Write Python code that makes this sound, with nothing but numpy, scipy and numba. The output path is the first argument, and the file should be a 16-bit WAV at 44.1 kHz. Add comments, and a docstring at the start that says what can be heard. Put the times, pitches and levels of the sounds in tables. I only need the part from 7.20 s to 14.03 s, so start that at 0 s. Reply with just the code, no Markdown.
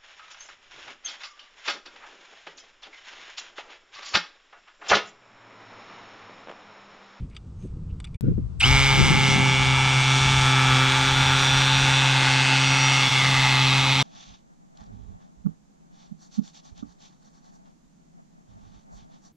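"""A cordless drill screws a steel tent peg into gravelly ground at an almost steady speed.
Its gears knock once a turn, and this impact train excites the modes of casing, gearbox and peg, whose
colour shifts as the peg sinks. The motor adds tones locked to the shaft, and the thread grinds in grit.
Before the drill starts, hands fit a socket with light clicks and rubs. Wind rumbles on the microphone,
and near the one-second mark the sound drops out for an instant."""
import sys
import numpy as np
from scipy import signal
from scipy.fft import rfft, irfft, next_fast_len
from scipy.io import wavfile
from scipy.ndimage import uniform_filter1d, minimum_filter1d
from numba import njit

SR = 44100
rng = np.random.default_rng(int(sys.argv[2]) if len(sys.argv) > 2 else 0)


def output_pcm(signal):
    """Save a mono or channel-first signal as 16-bit PCM at the path in sys.argv[1].

    Samples are clipped to [-1, 1] before scaling.
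    """
    pcm = np.clip(np.atleast_2d(signal).T, -1, 1) * 32767
    wavfile.write(sys.argv[1], SR, np.round(pcm).astype(np.int16))


N = 301070
T = np.arange(N) / SR

# rotation rate of the gear carrier once up to speed: (time [s], rate [Hz])
CARRIER_SPEED = [(1.84, 134.9), (1.96, 131.5), (2.08, 133.9), (2.36, 131.7), (2.84, 132), (3.06, 133.6),
                 (3.2, 132.1), (3.57, 130.8), (3.92, 133.1), (4.55, 134.4), (4.82, 133.9), (5.06, 132.5),
                 (5.6, 134.7), (5.78, 133.3), (6.34, 132), (6.8, 133.5)]
# the peg snags on a stone: (time [s], half length [s], speed lost [Hz], change of shake [dB])
SNAGS = [(5.868, 0.036, 2.03, -2), (5.9, 0.0085, 0.42, -30), (5.975, 0.0342, 1.85, -0.5)]
START_S, SPIN_UP_S = 1.401, .026
SQUEAL_DB, SQUEAL_LOST_HZ = 8, .7  # the whine's rise at a snag, and the speed loss that saturates it

def drill():
    """Rotating machinery: gears and motor follow one shaft, which spins up and slows at each snag."""
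    lost_hz, snag_db = swells(SNAGS)
    squeal_db = SQUEAL_DB * np.tanh(lost_hz / SQUEAL_LOST_HZ)
    running = T > START_S
    spin = 1 - .84 * np.exp(-np.maximum(T - START_S, 0) / SPIN_UP_S)
    hz = (curves(CARRIER_SPEED)[0] - lost_hz) * spin * running * (1 + .0006 * walk(25))
    turns = np.cumsum(hz) / SR
    sound = (gears(turns, snag_db) + motor(turns, hz, squeal_db)) * running
    return antiresonances(sound) + trigger()


def gears(turns, snag_db):
    """Source and filter: one impact train drives every resonator, while the rotation shakes the body."""
    blows = rattle(turns) * undb(.35 * snag_db)  # the knocks take a share of each snag's dip
    rings = casing(blows, turns) + gearbox(blows) + peg(blows)
    onset = np.interp(T, [START_S, 1.418, 1.46], [0, .55, 1])
    return onset * (rings + friction(blows, turns)) + onset ** 3 * undb(snag_db) * shake(turns)


# play in the gears: (time [s], timing scatter [s], rebound / knock [ratio], scrape / knock [ratio])
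BACKLASH = [(1.5, .000025, .15, .15), (1.9, .00003, .15, .2), (2.07, .00009, .25, .4),
            (2.25, .00004, .15, .18), (3.2, .000045, .15, .18), (3.6, .00005, .15, .2),
            (3.9, .00012, .2, .3), (4.3, .00012, .2, .3), (4.9, .0001, .3, .25), (5.25, .00013, .35, .3),
            (5.5, .00021, .5, .45), (6.2, .00023, .5, .5), (6.8, .00017, .45, .45)]

def rattle(turns):
    """Backlash: loose gears knock once a turn, then rebound and scrape."""
    jitter_s, bounce, drag = curves(BACKLASH)
    blow = knocks(turns, lag=0, jitter_s=jitter_s, scatter_db=.7)
    rebound = knocks(turns, lag=.22, jitter_s=2 * jitter_s, scatter_db=1.5)
    scrape = unit(np.exp(-(turns % 1) / .24) * noise())
    return (blow + bounce * rebound + drag * scrape) / np.sqrt(1 + bounce ** 2 + drag ** 2)


def knocks(turns, lag, jitter_s, scatter_db):
    """Quasi-periodic impulse train: one impact a turn, lag turns late, scattered in time and force."""
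    count = np.arange(1, int(turns[-1]))
    timing, force = rng.standard_normal((1024, 2))[count].T
    due_s = np.interp(count + lag, turns, T)
    at = np.clip(due_s + np.interp(due_s, T, jitter_s) * timing, 0, T[-9]) * SR
    taps = at.astype(int)[:, None] + np.arange(-3, 5)
    pulses = np.sinc(taps - at[:, None]) * undb(scatter_db * force)[:, None]  # placed between samples
    return unit(np.bincount(taps.ravel() % N, pulses.ravel(), N))


# fixed modes of the casing: (frequency [Hz], bandwidth [Hz], relative level [dB])
CASING_MODES = [(860, 100, -4), (1200, 110, -3), (1460, 100, -5), (1590, 80, -3), (1750, 60, -6)]
# the casing's main mode and the level of all its modes: (time [s], frequency [Hz], level [dB])
CASING_RING = [(1.5, 1280, -32), (2.1, 1340, -35.5), (2.75, 1347, -32.5), (3.15, 1370, -30),
               (3.27, 1340, -27.5), (3.62, 1355, -26), (3.71, 1400, -28.5), (4.1, 1395, -27),
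               (4.8, 1456, -29), (5.3, 1450, -31), (5.9, 1190, -35), (6.25, 1200, -34.5),
               (6.8, 1150, -37.5)]
WOBBLE_DB, TURNS_PER_CHUCK_TURN = 1.5, 16

def casing(blows, turns):
    """Amplitude modulation: the casing rings louder as the leaning peg presses, once a chuck turn."""
    hz, db = curves(CASING_RING)
    wobble_db = WOBBLE_DB * np.cos(2 * np.pi * (turns / TURNS_PER_CHUCK_TURN - 1 / 3))
    modes = ring(blows, CASING_MODES) - undb(7) * resonator(blows, hz, width=120)
    return undb(db + wobble_db) * unit(modes)


# modes of the gearbox: (frequency [Hz], bandwidth [Hz], relative level [dB])
GEARBOX_MODES = [(2820, 200, -20.5), (3093, 215, 1.5), (3417, 340, 0.5)]

def gearbox(blows):
    """Forced resonance: knocks and noise excite the fixed modes of the gearbox."""
    db = loaded(-30.5, .5) + walk(17)
    return undb(db) * unit(ring(blows + undb(-1.5) * noise(), GEARBOX_MODES))


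# lower, middle and highest modes of the peg: (time [s], frequency [Hz], level [dB])
PEG_LOWER = [(1.43, 2220, -26.5), (1.54, 2220, -21), (1.85, 2216, -24.5), (2.12, 2170, -23.5),
             (2.25, 2270, -25), (2.8, 2295, -25.5), (3.0, 2295, -29), (3.5, 2330, -28), (3.9, 2310, -32),
             (4.5, 2330, -37), (5.1, 2150, -29), (5.45, 2200, -30), (5.65, 2180, -27), (5.84, 2160, -26),
             (5.94, 2230, -26), (6.055, 2090, -24.5), (6.18, 2060, -25.5), (6.3, 2080, -25.5),
             (6.5, 2186, -29.5), (6.8, 2190, -29)]
PEG_MIDDLE = [(1.5, 2850, -29.5), (3, 2620, -33), (3.8, 2570, -33.5), (4.2, 2560, -32.5),
              (4.5, 2610, -29.5), (4.85, 2580, -27), (5.03, 2560, -28.5), (5.28, 2620, -24.5),
              (5.55, 2580, -27), (5.8, 2630, -25.5), (5.9, 2670, -28.5), (6.1, 2590, -29.5),
              (6.45, 2550, -27), (6.8, 2460, -31)]
PEG_TOP = [(1.45, 4740, -35), (1.85, 4760, -37), (2.2, 4370, -52), (3.4, 4350, -54), (3.8, 4130, -59),
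           (4.4, 3760, -35), (4.85, 3780, -37), (5.1, 4300, -35.5), (5.6, 4320, -33), (6.1, 4230, -35.5),
           (6.65, 3830, -33)]
# the thread bites or slips: (time [s], half length [s], change of the lower mode [dB])
BITES = [(2.1, .04, 1), (5.84, .02, 2), (6.05, .025, 3), (6.1, .015, -5), (6.18, .03, 1.5)]

def peg(blows):
    """Modes of a steel rod: three rings, driven by the knocks, drift as the peg sinks."""
    lower = undb(swells(BITES)[0]) * peg_mode(blows, PEG_LOWER, width=170)
    middle = peg_mode(blows, PEG_MIDDLE, width=260)
    return lower + middle + peg_mode(blows + noise(), PEG_TOP, width=520)


def peg_mode(drive, table, width):
    """Time-varying resonance: a second, wider band-pass steepens the skirts of one gliding mode."""
    hz, db = curves(table)
    return undb(db) * unit(resonator(resonator(drive, hz, width), hz, width=1100))


# spectra of the gears' rasp and hiss, and of the grit: (frequency [Hz], relative level [dB])
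RASP_SPECTRUM = [(1500, -27), (3000, -19), (3550, 5), (3780, 7), (4150, -0.5), (4480, -4), (5000, -8),
                 (5500, -24), (7000, -29), (12000, -42)]
HISS_SPECTRUM = [(3000, -19), (4800, 5), (5400, 1), (6200, 5), (6800, 2.5), (7300, -1.5), (8300, -0.5),
                 (9400, -8), (10700, -20.5), (12500, -59), (15500, -74)]
GRIT_SPECTRUM = [(200, -6), (500, -6.5), (1000, -.5), (1700, -3), (2400, 1.5), (3400, -7), (5000, -10),
                 (8300, -24.5), (11000, -54)]
# strength of the gears' hiss: (time [s], level [dB])
HISS_LEVEL = [(1.5, -38.5), (2.4, -37.5), (3.2, -35), (5.6, -36), (6.3, -36.5), (6.8, -40.5)]
# grit scrapes harder or lets go: (time [s], half length [s], level change [dB])
SCRAPES = [(1.59, 0.098, 3), (1.94, 0.038, -2), (2.09, 0.063, 2), (2.24, .06, -1.5), (3.0, 0.074, 2),
           (5.05, 0.086, 2), (5.65, .05, 1), (5.76, .025, -0.5)]

def friction(blows, turns):
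    """Friction noise, pulsed by each turn: the gears rasp and hiss, and the thread grinds through grit."""
    scrape_db = swells(SCRAPES)[0]
    rasp_db = loaded(-39, 8) + scrape_db + walk(15)
    rasp = undb(rasp_db) * colour(blows + undb(2.5) * noise(), RASP_SPECTRUM)
    hiss_db = curves(HISS_LEVEL)[0] + scrape_db + .79 * walk(13)
    hiss = undb(hiss_db) * colour(blows + undb(9) * noise(), HISS_SPECTRUM)
    grit_db = loaded(-41, 11) + scrape_db + walk(20)
    pulsing = 1 + np.exp(-(turns % 1) / .34)
    return rasp + hiss + undb(grit_db) * colour(noise() * pulsing, GRIT_SPECTRUM)


# harmonics of the body's shake: (time [s], first [dB], second [dB], third [dB], fourth [dB])
SHAKE_HARMONICS = [(1.5, -22, -32.5, -39, -45), (1.62, -24.5, -39, -39.5, -42),
                   (2.3, -23, -34, -36.5, -42.5), (2.65, -23, -40.5, -44, -46.5),
                   (3.2, -21.5, -38.5, -42.5, -47), (3.6, -22, -31.5, -39.5, -39.5),
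                   (3.72, -25.5, -35.5, -40.5, -42.5), (4.7, -23, -37, -45.5, -42.5),
                   (5.55, -25, -35, -46, -45.5), (6.0, -25, -39, -49, -47), (6.35, -23, -36, -46, -47.5),
                   (6.8, -24.5, -36.5, -48, -43)]

def shake(turns):
    """Forced vibration: the whole body moves at whole multiples of the rotation rate."""
    phase = 2 * np.pi * (turns - .28)  # the furthest swing comes .28 turn after the knock
    return -np.sqrt(2) * sum(undb(db + .9 * walk(30)) * np.cos(order * phase)
                             for order, db in enumerate(curves(SHAKE_HARMONICS), 1))


# strength of the motor's whine and of the gear mesh tone: (time [s], level [dB])
WHINE_LEVEL = [(1.49, -37), (1.62, -33.5), (2.0, -37), (2.35, -32.5), (3.25, -29.8), (3.7, -30.5),
               (4.35, -28.8), (4.7, -28.5), (5.25, -37), (5.62, -33.5), (6.8, -33.5)]
MESH_LEVEL = [(1.49, -44), (1.56, -49), (1.65, -44), (1.95, -42), (2.0, -53), (2.04, -38.5), (2.13, -37.5),
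              (2.17, -48), (2.27, -39.5), (2.6, -42), (3.1, -38), (3.6, -41), (3.77, -48), (3.85, -41),
              (4.29, -35.5), (4.88, -40.5), (5.0, -50), (5.08, -38.5), (5.3, -48), (5.36, -38), (5.66, -30),
              (5.8, -37.5), (6.0, -38), (6.2, -41), (6.8, -40)]
# whine, then mesh, flare during spin-up: (time [s], level [dB], rise [s], decay [s])
FLARES = [(1.44, -12, 0.063, 0.094), (1.485, -36.5, 0.3, 0.091)]
# rush of the cooling fan: (frequency [Hz], relative level [dB])
FAN_SPECTRUM = [(250, -12), (480, -23), (620, -10.5), (720, -7.5), (800, 0.5), (900, 0), (1020, -4.5),
                (1900, -10), (3400, -15), (5000, -24), (8300, -25.5), (11000, -59)]
TONE_ORDERS = (6.54, 26.16, 42.56)  # cycles of hum, whine and mesh per turn of the carrier

def motor(turns, hz, squeal_db):
    """Order tones: hum, whine and mesh are locked to the shaft; fan noise grows as speed squared."""
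    speed = hz / hz.max()
    whine_flare, mesh_flare = (burst(*row) for row in FLARES)
    hum = speed ** 6 * undb(loaded(-33.5, -1.5) + 2 * walk(30))
    whine = undb(curves(WHINE_LEVEL)[0] + squeal_db) + whine_flare
    mesh = undb(curves(MESH_LEVEL)[0] + 1.6 * walk(18)) + mesh_flare
    tones = 0
    for order, gain in zip(TONE_ORDERS, (hum, whine, mesh)):
        amplitude = np.sqrt(2) * gain * undb(.6 * walk(45))
        tones += amplitude * np.sin(2 * np.pi * order * turns + .1 * walk(65))
    fan = undb(-29 + walk(20)) * speed ** 2 * colour(noise(), FAN_SPECTRUM)
    return np.interp(T, [1.414, 1.426], [0, 1]) * tones + fan


# hollows between the tool's modes:
# (frequency [Hz], bandwidth [Hz], depth without load [0-1], depth added at full load [fraction])
TOOL_NOTCHES = [(600, 74, 0.7, -0.21), (1034, 47, 0.4, 0.41), (3070, 300, 0.61, -0.29),
                (3870, 820, 0.83, -0.74)]
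# hollow below the peg's lower mode: (time [s], frequency [Hz], depth [0-1])
PEG_NOTCH = [(1.5, 1890, 0.56), (2.6, 1900, 1), (3.3, 2010, .4), (3.8, 2050, 0.1), (5.0, 1900, 0.07),
             (5.6, 1900, .3), (6.8, 1800, 0.34)]

def antiresonances(sound):
    """Antiresonance: notches between the modes change as the load varies and the peg sinks."""
    for hz, width, free, added in TOOL_NOTCHES:
        sound = sound - np.clip(loaded(free, added), 0, 1) * resonator(sound, hz, width)
    hz, depth = curves(PEG_NOTCH)
    return sound - np.clip(depth, 0, 1) * resonator(sound, hz, width=220)


# the ground's grip on the peg: (time [s], load [0-1])
LOAD = [(1.5, 0.76), (2.5, 0.58), (3, 0.79), (3.7, 1), (4.4, 0.96), (5.3, 0.97), (6.8, 0.97)]

def loaded(free, added):
    """Linear load law: the free-running value, plus an amount added in proportion to the load."""
    return free + added * curves(LOAD)[0]


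def trigger():
    """Starting transient: the surge of current gives a rising squeal, and the gears take up their slack."""
    squeal_hz = np.interp(T, [1.398, 1.416], [7950, 8650])
    squeal_gain = np.interp(T, [1.395, 1.4, 1.409, 1.417], [.0014, .84, .61, .032])
    squeal = squeal_gain * np.sin(2 * np.pi * np.cumsum(squeal_hz) / SR)
    slack_gain = np.interp(T, [1.399, 1.404, 1.413, 1.419], [.00025, .14, .57, .073])
    slack = slack_gain * unit(resonator(resonator(noise(), 2640, width=880), 2800, width=1900))
    return undb(-31.5) * squeal + undb(-12) * slack


# thin sizzle in the top treble: (frequency [Hz], relative level [dB]) and (time [s], level [dB])
SIZZLE_SPECTRUM = [(7000, -8), (10500, -3), (12200, 5), (13800, -1), (15500, -40)]
SIZZLE_LEVEL = [(1.41, -76), (1.47, -53), (1.62, -56), (1.8, -57), (1.92, -59), (2.4, -71), (3.1, -64.5),
                (4.4, -58), (5.4, -69), (5.9, -58), (6.25, -57), (6.8, -59)]

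def sizzle():
    """Incoherent noise: a wide sizzle, stronger on the right, sounds while the drill runs."""
    return undb(curves(SIZZLE_LEVEL)[0]) * (T > START_S) * ports(SIZZLE_SPECTRUM, lean=-.23)


# fingers and socket rub on chuck and peg:
# (time [s], half length [s], frequency [Hz], bandwidth [Hz], level [dB])
RUBS = [(0.014, 0.033, 2500, 1300, -61.5), (0.13, .025, 2300, 700, -65), (0.425, .045, 6400, 500, -69),
        (0.44, .05, 8300, 1500, -73), (0.437, 0.055, 2600, 1800, -68), (0.708, 0.017, 2700, 700, -67),
        (0.87, .012, 2400, 450, -59), (.957, 0.015, 2300, 300, -57), (1.067, 0.045, 1450, 140, -61),
        (1.07, 0.066, 2600, 1800, -67.5)]
# light contacts: (time [s], peak [dB], brightness [dB], decay [s], own mode [Hz], its gain [dB])
CLICKS = [(.0993, -56, 4, .05, 6400, -10), (.148, -48, -6, 0.087, 3300, -3),
          (0.1649, -30, -30, 0.033, 2920, -4), (0.8015, -33.5, 1, 0.022, 1200, -3),
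          (0.8428, -33, 0, 0.026, 3300, -1), (0.8502, -37, -6, .019, 3820, 1),
          (.871, -52, -8, .03, 4700, -6), (0.9439, -44, 3, 0.025, 8500, -6)]

def handling():
    """Contact noise: light impacts and dry friction as the socket is fitted and set on the peg."""
    sound = sum(rub(*row) for row in RUBS) + sum(click(*row) for row in CLICKS)
    return signal.sosfilt(signal.butter(8, 11200, fs=SR, output="sos"), sound)


# modes of chuck and socket: (frequency [Hz], bandwidth [Hz], relative level [dB])
CHUCK_MODES = [(1270, 240, -8), (2250, 150, -1.5), (2930, 110, -3), (3530, 110, 2), (4730, 160, -8),
               (6130, 400, -17), (7630, 300, -16), (8950, 350, -23)]

def click(s, db, bright_db, decay_s, hz, mode_db):
    """Impact excitation: a tick and a brief scrape ring the chuck and the part that touches it."""
    age = np.maximum(T - s, 0)
    force = (T >= s) * (undb(-60 * age / decay_s) + 2 * np.exp(-age / .00014)) * noise()
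    edge = signal.sosfilt(signal.butter(5, [3500, 9500], "band", fs=SR, output="sos"), force)
    modes = ring(force, CHUCK_MODES) + undb(mode_db) * resonator(force, hz, width=140)
    sound = modes + undb(bright_db - 18) * edge
    return undb(db) * sound / np.abs(sound).max()


def rub(s, half_length, hz, width, db):
    """Stick-slip friction: dry surfaces catch in tiny steps and excite one resonance."""
    steps = undb(3 * walk(350)) * noise()
    band = resonator(resonator(steps, hz, width), hz, 2 * width)
    return undb(db) * swell(s, half_length) * unit(band)


# strength of the wind's rumble: (time [s], level [dB])
RUMBLE_LEVEL = [(0, -42), (.3, -43.5), (.55, -34), (.95, -39), (1.1, -23), (1.3, -37.5), (1.5, -29),
                (1.87, -27.5), (2.2, -46), (2.43, -34), (2.9, -37), (3.13, -30), (3.45, -35), (4.0, -39),
                (4.8, -43), (5.5, -60), (6.2, -46), (6.8, -50)]
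# gusts: (time [s], level [dB], rise [s], decay [s])
GUSTS = [(.452, -27.5, 0.078, 0.061), (.57, -44, .2, 0.11), (1.044, -20, 0.069, .07),
         (1.081, -14.5, 0.063, 0.1), (1.123, -25.5, 0.11, 0.034), (1.182, -21, 0.017, 0.08),
         (1.81, -18, 0.22, 0.24), (1.92, -23.5, 0.49, 0.52), (2.17, -25.5, 0.88, 1), (3.1, -36, 0.44, 0.18),
         (6.12, -34, 0.59, 0.12)]
# spectra of rumble, buffeting, flutter and the open air: (frequency [Hz], relative level [dB])
RUMBLE_SPECTRUM = [(15, -10), (30, 1.5), (60, 5), (110, 0), (160, -3), (250, -26), (500, -59), (4000, -100)]
BUFFET_SPECTRUM = [(40, -12.5), (100, 5), (170, 7), (240, -0.5), (350, -8), (500, -15), (800, -55),
                   (2000, -54), (12000, -105)]
FLUTTER_SPECTRUM = [(150, -17), (330, 14), (480, -15), (700, -24), (1500, -30), (8000, -68)]
AIR_SPECTRUM = [(100, 4.5), (400, -12.5), (800, -15.5), (1250, -15.5), (1700, -26.5), (3300, -30),
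                (5000, -30), (8000, -34), (10000, -46), (12000, -63)]
# stereo width of the wind: (time [s], side gain [dB])
WIND_WIDTH = [(.99, -35), (1.01, -1.5), (2.2, -0.5), (2.55, -3), (2.8, -39), (5.6, -33), (6.2, -8)]

def wind():
    """Turbulent pressure: eddies rumble and gusts buffet the microphone over a faint open-air hiss."""
    eddy_db = 3.5 * walk(10)
    gusts = sum(burst(*row) for row in GUSTS)
    rumble = undb(curves(RUMBLE_LEVEL)[0] + eddy_db) * ports(RUMBLE_SPECTRUM, lean=.36)
    buffet = (undb(-50 + eddy_db) + gusts) * ports(BUFFET_SPECTRUM, lean=.047)
    # square law: only the hardest gusts flutter
    flutter = undb(-2 + 1.1 * walk(41)) * gusts ** 2 * ports(FLUTTER_SPECTRUM, lean=0)
    left, right = rumble + buffet + flutter + undb(-53.5) * ports(AIR_SPECTRUM, lean=0)
    mid = (left + right) / 2
    side = undb(curves(WIND_WIDTH)[0]) * (left - right) / 2
    return np.array([mid + side, mid - side])


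def ports(spectrum, lean):
    """Uncorrelated coloured noise at the two microphone ports; positive lean favours the left."""
    pair = np.array([gain * colour(noise(), spectrum) for gain in (1 + lean, 1 - lean)])
    return pair * np.sqrt(2 / (1 + lean ** 2))


def ring(x, modes):
    """Modal superposition: a sum of resonances, neighbours in opposite phase."""
    return sum((-1) ** k * undb(db) * resonator(x, hz, width) for k, (hz, width, db) in enumerate(modes))


def resonator(x, hz, width):
    """Second-order resonance with a fixed or moving centre; centre and width are in Hz."""
    return state_variable_bandpass(x, hz * np.ones(N), float(width))


@njit
def state_variable_bandpass(x, hz, width):
    """Damped oscillator: two integrators in a loop, with unit gain at the centre frequency."""
    y, band, low = np.empty(len(x)), 0., 0.
    for i in range(len(x)):
        g, damping = np.tan(np.pi * hz[i] / SR), width / hz[i]
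        v = (band + g * (x[i] - low)) / (1 + g * (g + damping))
        band, low, y[i] = 2 * v - band, low + 2 * g * v, damping * v
    return y


def colour(x, spectrum):
    """Minimum-phase filter through (frequency [Hz], level [dB]) points; the result has rms 1."""
    size = next_fast_len(N + 8192, True)
    hz, db = np.transpose(spectrum)
    bins = np.maximum(np.arange(size // 2 + 1) * SR / size, 1)
    gain = undb(np.interp(np.log(bins), np.log(hz), db))
    cepstrum = irfft(np.log(gain), size)
    cepstrum[size // 2:] = 0  # makes the filter causal
    return unit(irfft(rfft(x, size) * np.exp(2 * rfft(cepstrum)), size)[:N])


def swell(s, half_length):
    """Gaussian envelope of height 1 around time s."""
    return np.exp(-((T - s) / half_length) ** 2)


def swells(table):
    """Summed Gaussian bumps, one curve per amount in rows of (time [s], half length [s], amounts)."""
    return sum(np.outer(amounts, swell(s, half_length)) for s, half_length, *amounts in table)


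def burst(s, db, rise_s, decay_s):
    """Exponential rise to a peak at time s, then exponential decay, each timed over 60 dB."""
    return undb(db - 60 * np.maximum((s - T) / rise_s, (T - s) / decay_s))


def curves(table):
    """Linear interpolation of each column after time to a value per sample."""
    s, *columns = np.transpose(table)
    return [np.interp(T, s, column) for column in columns]


def walk(rate):
    """Smooth random modulation of rms 1, with about rate new values a second."""
    hold = max(int(SR / rate), 1)
    steps = noise()[np.arange(N) // hold]
    return unit(uniform_filter1d(uniform_filter1d(steps, hold), hold))


def noise():
    """Gaussian white noise."""
    return rng.standard_normal(N)


def undb(db):
    """Decibels to amplitude ratio."""
    return 10 ** (np.asarray(db) / 20)


def unit(x):
    """Normalisation to rms 1."""
    return x / np.sqrt(np.mean(x ** 2))


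# the drill's stereo image starts wide, narrows to the centre, and opens slightly near the end:
# (time [s], delay of left behind right [s])
STEREO_DELAY = [(1.5, 0.000056), (1.9, 0.000044), (2.4, 0.0000056), (3, 0.0000001), (5.4, 0.0000001),
                (6.2, 0.000016), (6.8, 0.000025)]

def scene():
    """Superposition in stereo: a small interchannel delay widens the drill; handling is central."""
    tool = drill()
    side = curves(STEREO_DELAY)[0] / 2 * SR * np.gradient(tool)  # a tiny delay, to first order
    return np.array([tool - side, tool + side]) + sizzle() + handling() + wind()


CEILING_DB, LIMITER_S = -4.5, .0075
DROPOUT_S, DROPOUT_FADE_S, TOP_HZ = (.972, 1.009), .015, 15650

def record(dry):
    """Peak limiting and band limiting; the sound drops out once and returns with a tick."""
    size = int(LIMITER_S * SR)
    allowed = undb(CEILING_DB) / np.maximum(np.abs(dry).max(axis=0), undb(CEILING_DB))
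    limited = dry * uniform_filter1d(minimum_filter1d(allowed, size), size)
    off, on = DROPOUT_S
    gate = np.clip((off - T) / DROPOUT_FADE_S, 0, 1) ** 2 + (T > on)
    tick = undb(-41) * (T >= on) * np.exp(-np.abs(T - on) / .0022) * noise()
    return signal.sosfilt(signal.ellip(10, .2, 80, TOP_HZ, fs=SR, output="sos"), limited * gate + tick)


dry = scene()
out = record(dry)
output_pcm(out)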